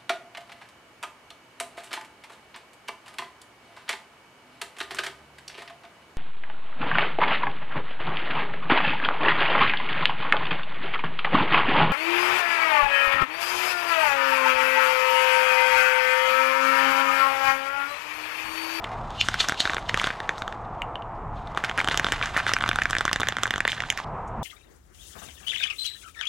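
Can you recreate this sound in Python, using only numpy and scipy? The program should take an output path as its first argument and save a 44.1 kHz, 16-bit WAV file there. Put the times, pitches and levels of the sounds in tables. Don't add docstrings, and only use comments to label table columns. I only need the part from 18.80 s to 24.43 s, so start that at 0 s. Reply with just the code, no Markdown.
import sys
import numpy as np
from scipy import signal
from scipy.fft import rfft, irfft
from scipy.io import wavfile
from scipy.ndimage import uniform_filter1d

SR = 44100
rng = np.random.default_rng(int(sys.argv[2]) if len(sys.argv) > 2 else 0)


def transcribe(u):
    v = np.clip(np.atleast_2d(u).T, -1, 1)
    q = np.round(v * 32767).astype(np.int16)
    wavfile.write(sys.argv[1], SR, q)


def amplitude_ratio(level_db):
    exponent = np.asarray(level_db, float) / 20
    return 10 ** exponent


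N = 248283
T = np.arange(N) / SR
STOP_S = 5.246
# pitch_hz, width_hz, level_db
SHELL_MODES = [(2120, 62, -16), (2470, 230, -8), (2800, 110, 7.5), (3020, 490, 2.5), (3560, 510, -2),
               (4100, 1350, 2.5), (4520, 450, 3), (5350, 160, 9), (6030, 750, 4), (6840, 600, 7.5),
               (8000, 71, 12)]


def curves(table):
    times_s, *columns = np.transpose(table)
    return [np.interp(T, times_s, column) for column in columns]


def unit(x):
    return x / np.sqrt(np.mean(x ** 2))


def shape(x, points):
    point_hz, point_db = np.transpose(points)
    freq_hz = np.arange(N // 2 + 1) * SR / N + 1
    gain_db = np.interp(np.log(freq_hz), np.log(point_hz), point_db)
    return irfft(rfft(x) * amplitude_ratio(gain_db), N)


def resonate(x, peaks):
    freq_hz = np.arange(N // 2 + 1) * SR / N + 1
    gain = sum(amplitude_ratio(db) / (1 + 1j * (freq_hz - hz ** 2 / freq_hz) / width) ** 2 for hz, width, db in peaks)
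    return irfft(rfft(x) * gain, N)


def walk(rate_hz):
    hold = int(SR / rate_hz)
    steps = np.repeat(rng.standard_normal(N // hold + 1), hold)
    smooth = uniform_filter1d(uniform_filter1d(steps, hold), hold)
    return unit(smooth[:N])


def grains(scatter_db):
    noise = rng.standard_normal(N)
    boost = np.minimum(rng.exponential(size=N), 7)
    return noise * amplitude_ratio(scatter_db * boost)


def swell(top_s, rise_s, fade_s):
    return np.exp(-np.where(T < top_s, (top_s - T) / rise_s, (T - top_s) / fade_s))


def ring(t, hz, db, t60_s, push_s):
    envelope = (1 - np.exp(-t / push_s)) ** 2 * np.exp(-np.log(1000) * t / t60_s)
    return amplitude_ratio(db) * envelope / envelope.max() * np.exp(2j * np.pi * hz * t)


def knocks():
    # start_s, wall_level_db, wall_pitch_hz, dome_level_db, tick_level_db
    ball_blows = [(0.0423, -24.5, 990, -21, -34.5), (0.0456, -20.5, 2080, -37, -49),
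                  (0.3053, -32, 1020, -33, -47), (0.412, -9, 2500, -10, -25.5),
                  (0.4862, -8.5, 1490, -13, -24.5), (0.5422, -12, 1430, -25, -27.5),
                  (0.603, -17, 2450, -12, -40), (0.6035, -14.5, 1850, -17, -29.5),
                  (0.6425, -17, 1150, -34, -44.5), (0.6861, -12, 1550, -22, -17),
                  (0.6954, -11, 1440, -20, -27), (0.7219, -13, 1520, -24, -31),
                  (0.744, -23, 1550, -33, -44), (0.8036, -17.5, 1840, -7.5, -22.5),
                  (0.854, -11, 1640, -15, -37), (0.875, -12, 1450, -22, -41),
                  (0.8967, -12.5, 1700, -24, -47), (0.9037, -17, 1100, -36, -40.5),
                  (0.9343, -13.5, 1500, -22, -37), (0.9456, -16.5, 1140, -24, -27.5),
                  (0.9672, -15, 1660, -19.5, -40), (0.982, -15, 1430, -42, -40),
                  (1.0944, -10.5, 1960, -19, -35), (1.1433, -8.5, 1760, -21.5, -26),
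                  (1.1745, -15, 1180, -18, -29.5), (1.1978, -13.5, 2130, -22.5, -31),
                  (1.2152, -14, 1150, -32.5, -32.5), (1.2418, -10.5, 1480, -13.5, -29),
                  (1.2708, -13, 1000, -18, -28.5), (1.2734, -14, 1460, -38, -40),
                  (1.3039, -15, 1650, -30, -50), (1.4026, -18, 1770, -25, -39.5),
                  (1.4922, -8, 1730, -18.5, -32), (1.5809, -22, 1240, -31, -43),
                  (1.6206, -15, 1440, -24, -40.5), (1.6786, -16.5, 1230, -24.5, -38),
                  (1.725, -23, 1710, -37, -46), (2.0193, -18.5, 2170, -18.5, -40),
                  (2.156, -25, 1080, -23, -53), (2.2223, -36, 990, -33, -64), (2.673, -37, 1100, -34, -52),
                  (2.7485, -25, 990, -34, -49.5), (2.7743, -9, 1210, -19.5, -35),
                  (2.839, -12.5, 1620, -25, -30), (2.8957, -16.5, 1750, -20, -34.5),
                  (2.913, -16, 1360, -32, -48), (2.9768, -16, 1830, -25, -26),
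                  (2.9823, -10.5, 1570, -26, -34), (2.9875, -9.5, 1500, -35, -46),
                  (2.991, -13, 1700, -30, -43), (3.0028, -8.5, 2180, -26, -36.5),
                  (3.0139, -15, 1130, -24, -33), (3.045, -16.5, 1340, -18.5, -34),
                  (3.0749, -12.5, 1170, -16.5, -30), (3.086, -11, 1560, -13, -30),
                  (3.0984, -31, 1630, -24, -39), (3.1123, -12, 1930, -15.5, -44),
                  (3.1439, -13, 1260, -19, -34), (3.1747, -18, 1800, -12.5, -20),
                  (3.1964, -7.5, 1700, -19.5, -23), (3.245, -9, 1420, -13, -30),
                  (3.267, -10.5, 1330, -17, -42.5), (3.286, -18, 1650, -25, -39.5),
                  (3.3214, -11, 1650, -12.5, -23), (3.3274, -13.5, 1620, -30, -35),
                  (3.4135, -13.5, 1350, -25, -50), (3.4262, -11.5, 2400, -30, -37),
                  (3.4315, -19, 1670, -28, -43), (3.4582, -17, 1610, -31, -33), (3.565, -8, 1820, -24, -41),
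                  (3.5704, -16, 2250, -40, -27), (3.5764, -9.5, 1260, -34, -27),
                  (3.5824, -20, 1800, -34, -34), (3.6016, -12, 1760, -42, -51.5),
                  (3.666, -10, 1540, -21.5, -32), (3.6774, -23, 1360, -29, -42),
                  (3.6928, -11, 1320, -21.5, -36), (3.717, -11, 1320, -28, -43),
                  (3.7362, -10.5, 1850, -19, -18.5), (3.7655, -7.5, 1520, -34, -43),
                  (3.7866, -22, 1750, -28, -35.5), (3.8062, -22, 1320, -32, -40),
                  (3.8097, -14, 1540, -19, -51), (3.8234, -16, 1350, -20.5, -39),
                  (3.8389, -7, 1400, -23, -42), (3.8614, -11.5, 1286, -30, -42),
                  (3.8781, -16, 1340, -24, -36), (3.8904, -9.5, 1600, -11.5, -19),
                  (3.9138, -8.5, 1550, -31, -38), (3.931, -19, 1740, -29, -37),
                  (3.9586, -10.5, 1410, -21.5, -28), (3.987, -6.5, 1500, -24.5, -38),
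                  (4.0178, -13, 1770, -33, -40), (4.0198, -9, 1800, -30, -31),
                  (4.0352, -34, 1950, -30, -31), (4.0554, -7.5, 1630, -25.5, -37),
                  (4.1001, -19, 1180, -29, -34), (4.1085, -16, 1200, -21, -23.5),
                  (4.131, -9, 1640, -27, -42), (4.1513, -11, 1700, -27, -34),
                  (4.1669, -10.5, 1730, -21, -34.5), (4.1844, -23, 1680, -17, -24.5),
                  (4.2086, -8.5, 1360, -18.5, -29), (4.2529, -19, 1060, -31, -37),
                  (4.2527, -9.5, 1110, -17, -25.5), (4.2791, -10.5, 1430, -23.5, -35),
                  (4.2932, -15, 1780, -26, -47), (4.3136, -13.5, 1120, -26, -35.5),
                  (4.3303, -12, 1890, -13.5, -16.5), (4.3601, -10.5, 1770, -20.5, -31),
                  (4.3997, -16, 1230, -24, -30.5), (4.4054, -16, 1140, -20, -25),
                  (4.4161, -13.5, 1320, -18.5, -40), (4.4325, -9, 1610, -26, -37),
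                  (4.4712, -15, 1700, -23, -37), (4.4862, -11, 1810, -13, -20),
                  (4.5233, -17.5, 1320, -21, -40), (4.568, -13, 1430, -21, -35),
                  (4.585, -16.5, 1400, -27, -37.5), (4.6341, -9.5, 1320, -13, -19.5),
                  (4.6557, -10.5, 1590, -27.5, -41), (4.6687, -20, 1290, -32, -34),
                  (4.677, -21, 1320, -24, -37), (4.7075, -10.5, 1880, -15, -26),
                  (4.7388, -11, 1640, -22, -31), (4.7594, -17, 1440, -21, -30),
                  (4.78, -16, 1140, -23.5, -32), (4.8047, -8.5, 1730, -25, -24.5),
                  (4.8516, -8, 1770, -18, -41), (4.8777, -6.5, 1980, -22, -23.5),
                  (4.8866, -21, 2360, -19, -45), (4.8948, -17, 2030, -26, -47),
                  (4.9023, -22, 2290, -34, -35.5), (4.9188, -21, 2180, -15.5, -32),
                  (4.93, -19.5, 1700, -30, -51), (4.9809, -23, 1700, -30, -53),
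                  (5.004, -13, 1920, -23, -35), (5.0217, -19, 1310, -28, -40),
                  (5.037, -16.5, 1510, -33, -49), (5.1018, -10.5, 2200, -16, -18.5),
                  (5.1154, -25, 1750, -47, -44), (5.1245, -20, 1760, -46.5, -35),
                  (5.175, -17.5, 1890, -30, -26), (5.2009, -18.5, 1020, -40.5, -41)]
    # time_s, pitch_hz
    dome_pitch = [(0, 3300), (.41, 3200), (.6, 3470), (.8, 3890), (1.1, 3340), (1.7, 3580), (2.0, 2800),
                  (2.67, 3640), (2.8, 3190), (4.4, 3400), (4.9, 3294), (5.2, 3300)]
    # pitch_ratio, level_db
    overtone_ratio, overtone_db = (1.441, -10.5)
    # pitch_hz, level_db, t60_s
    thud_modes = [(206, -16.5, 0.018), (378, -0.5, 0.0067), (732, 0.5, 0.0058)]
    # pitch_hz, level_db, t60_s
    tick_modes = [(5490, -1.5, 0.0025), (6150, 2, 0.0017), (7600, 1, 0.0016), (9670, -11.5, 0.0065),
                  (10240, -12, 0.0026), (12400, -11, 0.0062), (14800, -16, .003)]
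    wall_t60_s, dome_t60_s = 0.0062, 0.0055
    wall_push_s, dome_push_s, tick_push_s, thud_push_s = 0.00025, 0.00018, 0.00013, 0.0013
    jolt_db, jolt_scatter_db = -7, 1.5
    jolt_knee_hz, jolt_fall_db = 1800, 41.5

    out = np.zeros(N + 1024)
    t = np.arange(1024) / SR
    chance = rng.standard_normal((len(ball_blows), 6 + 2 * len(tick_modes)))
    for (start_s, wall_db, wall_hz, dome_db, tick_db), c in zip(ball_blows, chance):
        wall_t60 = wall_t60_s * np.exp(0.072 * c[0])
        blow = ring(t, wall_hz, wall_db, wall_t60, wall_push_s)

        dome_hz = np.interp(start_s, *np.transpose(dome_pitch)) * (1 + 0.035 * c[2])
        dome_t60 = dome_t60_s * np.exp(0.198 * c[4])
        blow = blow + np.sign(c[3]) * ring(t, dome_hz, dome_db, dome_t60, dome_push_s)

        second_db = wall_db + overtone_db + 3.0 * c[4]
        second = ring(t, wall_hz * overtone_ratio, second_db, dome_t60_s, wall_push_s)
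        blow = blow + np.sign(c[2]) * second

        thud_db = (wall_db + dome_db) / 2 + jolt_db + jolt_scatter_db * c[3]
        thud_db -= jolt_fall_db * max(np.log2(wall_hz / jolt_knee_hz), 0)
        for hz, db, t60 in thud_modes:
            blow = blow + ring(t, hz * np.exp(0.27 * c[1]), thud_db + db, t60, thud_push_s)

        for (hz, db, t60), (detune, mix) in zip(tick_modes, c[6:].reshape(-1, 2)):
            tick = ring(t, hz * (1 + 0.047 * detune), tick_db + db + 3.6 * mix, t60, tick_push_s)
            blow = blow + np.sign(mix) * tick

        first = int(start_s * SR)
        out[first:first + 1024] += np.sign(c[5]) * blow.imag
    return out[:N]


def shell_ringing(blows):
    # time_s, level_db
    looseness = [(1.8, -14), (2.0, -10), (2.3, -10), (2.75, -14)]
    return resonate(blows * amplitude_ratio(curves(looseness)[0]), SHELL_MODES)


def noise_swells():
    # top_s, level_db, brightest_hz, swell_s, fade_s
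    knock_swells = [(0.411, -20, 2800, 0.0092, 0.01), (0.607, -14, 3400, 0.0057, 0.0039),
                    (0.804, -19.5, 4100, 0.0052, 0.011), (1.093, -23, 2860, 0.0033, 0.0033)]
    narrowing = 0.3
    focus_db = 18
    out = 0
    for top_s, db, brightest_hz, rise_s, fade_s in knock_swells:
        modes = []
        for hz, width, mode_db in SHELL_MODES:
            octaves_away = abs(np.log2(hz / brightest_hz))
            modes.append((hz, narrowing * width, mode_db - focus_db * octaves_away))
        noise = unit(resonate(grains(2.0), modes))
        out = out + amplitude_ratio(db) * swell(top_s, rise_s, fade_s) * noise
    return out


def paint():
    # time_s, gurgle_level_db, fizz_level_db
    wash = [(0.0, -54, -69), (0.05, -41, -65.5), (0.36, -57, -52), (0.45, -38.5, -42), (0.78, -46.5, -41.5),
            (0.91, -33, -39), (1.04, -50, -53), (1.25, -32, -40), (1.44, -48.5, -58), (1.72, -51.5, -59),
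            (1.8, -63.5, -69.5), (2.5, -75, -87), (2.56, -56.5, -62.5), (2.75, -52, -69), (3.0, -41, -49),
            (3.8, -40, -52.5), (4.5, -39, -57.5), (5.07, -44.5, -49), (5.23, -47, -50.5)]
    # top_s, gurgle_level_db, fizz_level_db
    splashes = [(.45, -85, -39.5), (.61, -35, -25.5), (.81, -68, -35), (2.778, -35.5, -51),
                (2.848, -25.5, -45.5), (2.992, -33, -35.5), (3.118, -26, -31), (3.268, -60, -40),
                (3.339, -37.5, -54), (3.438, -26, -42.5), (3.58, -25.5, -64), (3.68, -41, -35.5),
                (3.83, -35, -43), (4.121, -48.5, -47), (4.63, -31, -58), (4.9, -71, -32.5),
                (5.188, -31.5, -46.5)]
    # pitch_hz, width_hz, level_db
    gurgle_bands = [(1500, 1610, 0), (1986, 110, -6)]
    # pitch_hz, width_hz, level_db
    fizz_bands = [(3300, 1730, 12.5), (4270, 470, -13), (6450, 3300, -1), (7650, 2000, -13.5),
                  (12000, 2900, -52.5)]
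    splash_rise_s, splash_fade_s = 0.0076, 0.019

    surge = amplitude_ratio(1.5 * walk(40))
    gurgle = unit(resonate(grains(4.0) * amplitude_ratio(3.0 * walk(150)), gurgle_bands))
    fizz = unit(sum(resonate(grains(3.0) * amplitude_ratio(3.0 * walk(70)), [band]) for band in fizz_bands))
    gurgle_db, fizz_db = curves(wash)
    low, high = amplitude_ratio(gurgle_db), amplitude_ratio(fizz_db)
    for top_s, low_db, high_db in splashes:
        splash = swell(top_s, splash_rise_s, splash_fade_s)
        low = low + amplitude_ratio(low_db) * splash
        high = high + amplitude_ratio(high_db) * splash
    return (T < STOP_S) * surge * (gurgle * low + fizz * high)


def rustles():
    # top_s, level_db, centre_hz, swell_s, fade_s
    puffs = [(1.585, -48, 5950, 0.0039, 0.022), (2.35, -66.5, 4480, 0.0029, 0.018),
             (5.27, -65, 4450, 0.01, 0.021), (5.478, -56.5, 6840, 0.0037, 0.011)]
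    out = 0
    for top_s, db, hz, rise_s, fade_s in puffs:
        grit = unit(resonate(grains(2.8), [(hz, 0.5 * hz, 0)]))
        out = out + amplitude_ratio(db) * swell(top_s, rise_s, fade_s) * grit
    return out


def garage(x):
    # pitch_hz, level_db
    concrete_tone = [(300, -16.5), (1500, 1.5), (3500, 0), (7000, 2.5), (12000, -12)]
    tail_db, t60_s, gap_s = -13.5, 0.1, 0.0005
    t = np.arange(16384) / SR
    fall = np.exp(-np.log(1000) * t / t60_s)
    tail = rng.standard_normal(16384) * fall * np.tanh((t / gap_s) ** 3)
    tail = tail * amplitude_ratio(tail_db) / np.sqrt(np.sum(tail ** 2))
    echo = shape(signal.fftconvolve(x, tail)[:N], concrete_tone)
    return (T < STOP_S) * echo


def road():
    # time_s, roar_level_db, rumble_level_db
    traffic = [(0, -36, -41), (.36, -37, -39.5), (.45, -44, -38), (.75, -38, -43), (1.1, -39, -39.5),
               (1.45, -39, -45), (1.8, -38, -42.5), (2.4, -36, -40.5), (2.6, -39, -40.5), (3.0, -38, -39),
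               (3.6, -40, -40), (4.4, -47.5, -41.5), (4.8, -49, -41), (5.24, -41.5, -49.5),
               (5.25, -33, -39.5), (5.4, -34.5, -36), (5.63, -34.5, -33.5)]
    # pitch_hz, level_db
    roar_tone = [(180, -47), (300, -11.5), (450, -9.5), (590, -9.5), (680, -1), (900, -2.5), (1250, -7),
                 (1500, -16.5), (2500, -30.5), (4500, -51), (8000, -52), (13500, -80), (15000, -87)]
    # pitch_hz, level_db
    rumble_tone = [(15, -34), (25, -1), (81, 1), (114, -5), (172, -4.5), (200, -6), (232, -4.5),
                   (276, -11.5), (320, -19), (420, -49), (700, -120)]
    # pitch_hz, width_hz, level_db
    engine_hums = [(32.4, 12.8, 2), (58, 9, -9.5), (81.4, 4, -4), (112, 12.5, -0.5), (150.7, 9.8, -5)]
    roar_db, rumble_db = curves(traffic)
    roar = unit(shape(rng.standard_normal(N), roar_tone)) * amplitude_ratio(roar_db + 0.8 * walk(9))
    rumble = unit(shape(rng.standard_normal(N), rumble_tone))
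    hums = unit(resonate(rng.standard_normal(N), engine_hums))
    engines = unit(rumble + amplitude_ratio(1.0) * hums)
    return roar + engines * amplitude_ratio(rumble_db + 1.9 * walk(6.5))


def ports(mid):
    # pitch_hz, side_level_db
    spread = [(30, -39), (150, -61.5), (500, -13.5), (2000, -21.5), (6000, -7), (12000, -7)]
    # pitch_hz, level_db
    lag_reach = [(4000, -3), (7000, -8.5), (10000, -31)]
    # time_s, width_0_to_1
    stereo_width = [(0, .02), (2.74, .02), (2.8, .3), (3.3, .6), (3.8, .8), (5.0, 1.), (5.24, 1.),
                    (5.25, .02)]
    # pitch_hz, width_hz, side_level_db
    left_notch = (13300, 3400, -2)
    lag_s, left_loss = 0.00002, 0.075

    scatter = rng.standard_normal(2048) * np.exp(-np.arange(2048) / 200.0)
    scatter = scatter / np.sqrt(np.sum(scatter ** 2))
    unlike = shape(signal.fftconvolve(mid, scatter)[:N], spread)
    late = shape(lag_s * SR * np.gradient(mid), lag_reach)
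    side = curves(stereo_width)[0] * (unlike - left_loss * mid - late)
    side = side - resonate(mid, [left_notch])
    return np.array([mid + side, mid - side])


def scene():
    blows = knocks()
    blows = blows + shell_ringing(blows)
    can = blows + paint() + noise_swells()
    return ports(can + garage(can) + rustles() + road())


def low_pass(x):
    return signal.sosfilt(signal.butter(12, 16490, fs=SR, output="sos"), x)


def record(dry):
    rolloff = signal.butter(2, 11200, fs=SR, output="sos")
    mix = signal.sosfilt(rolloff, dry)
    return low_pass(mix)


dry = scene()
out = record(dry)
transcribe(out)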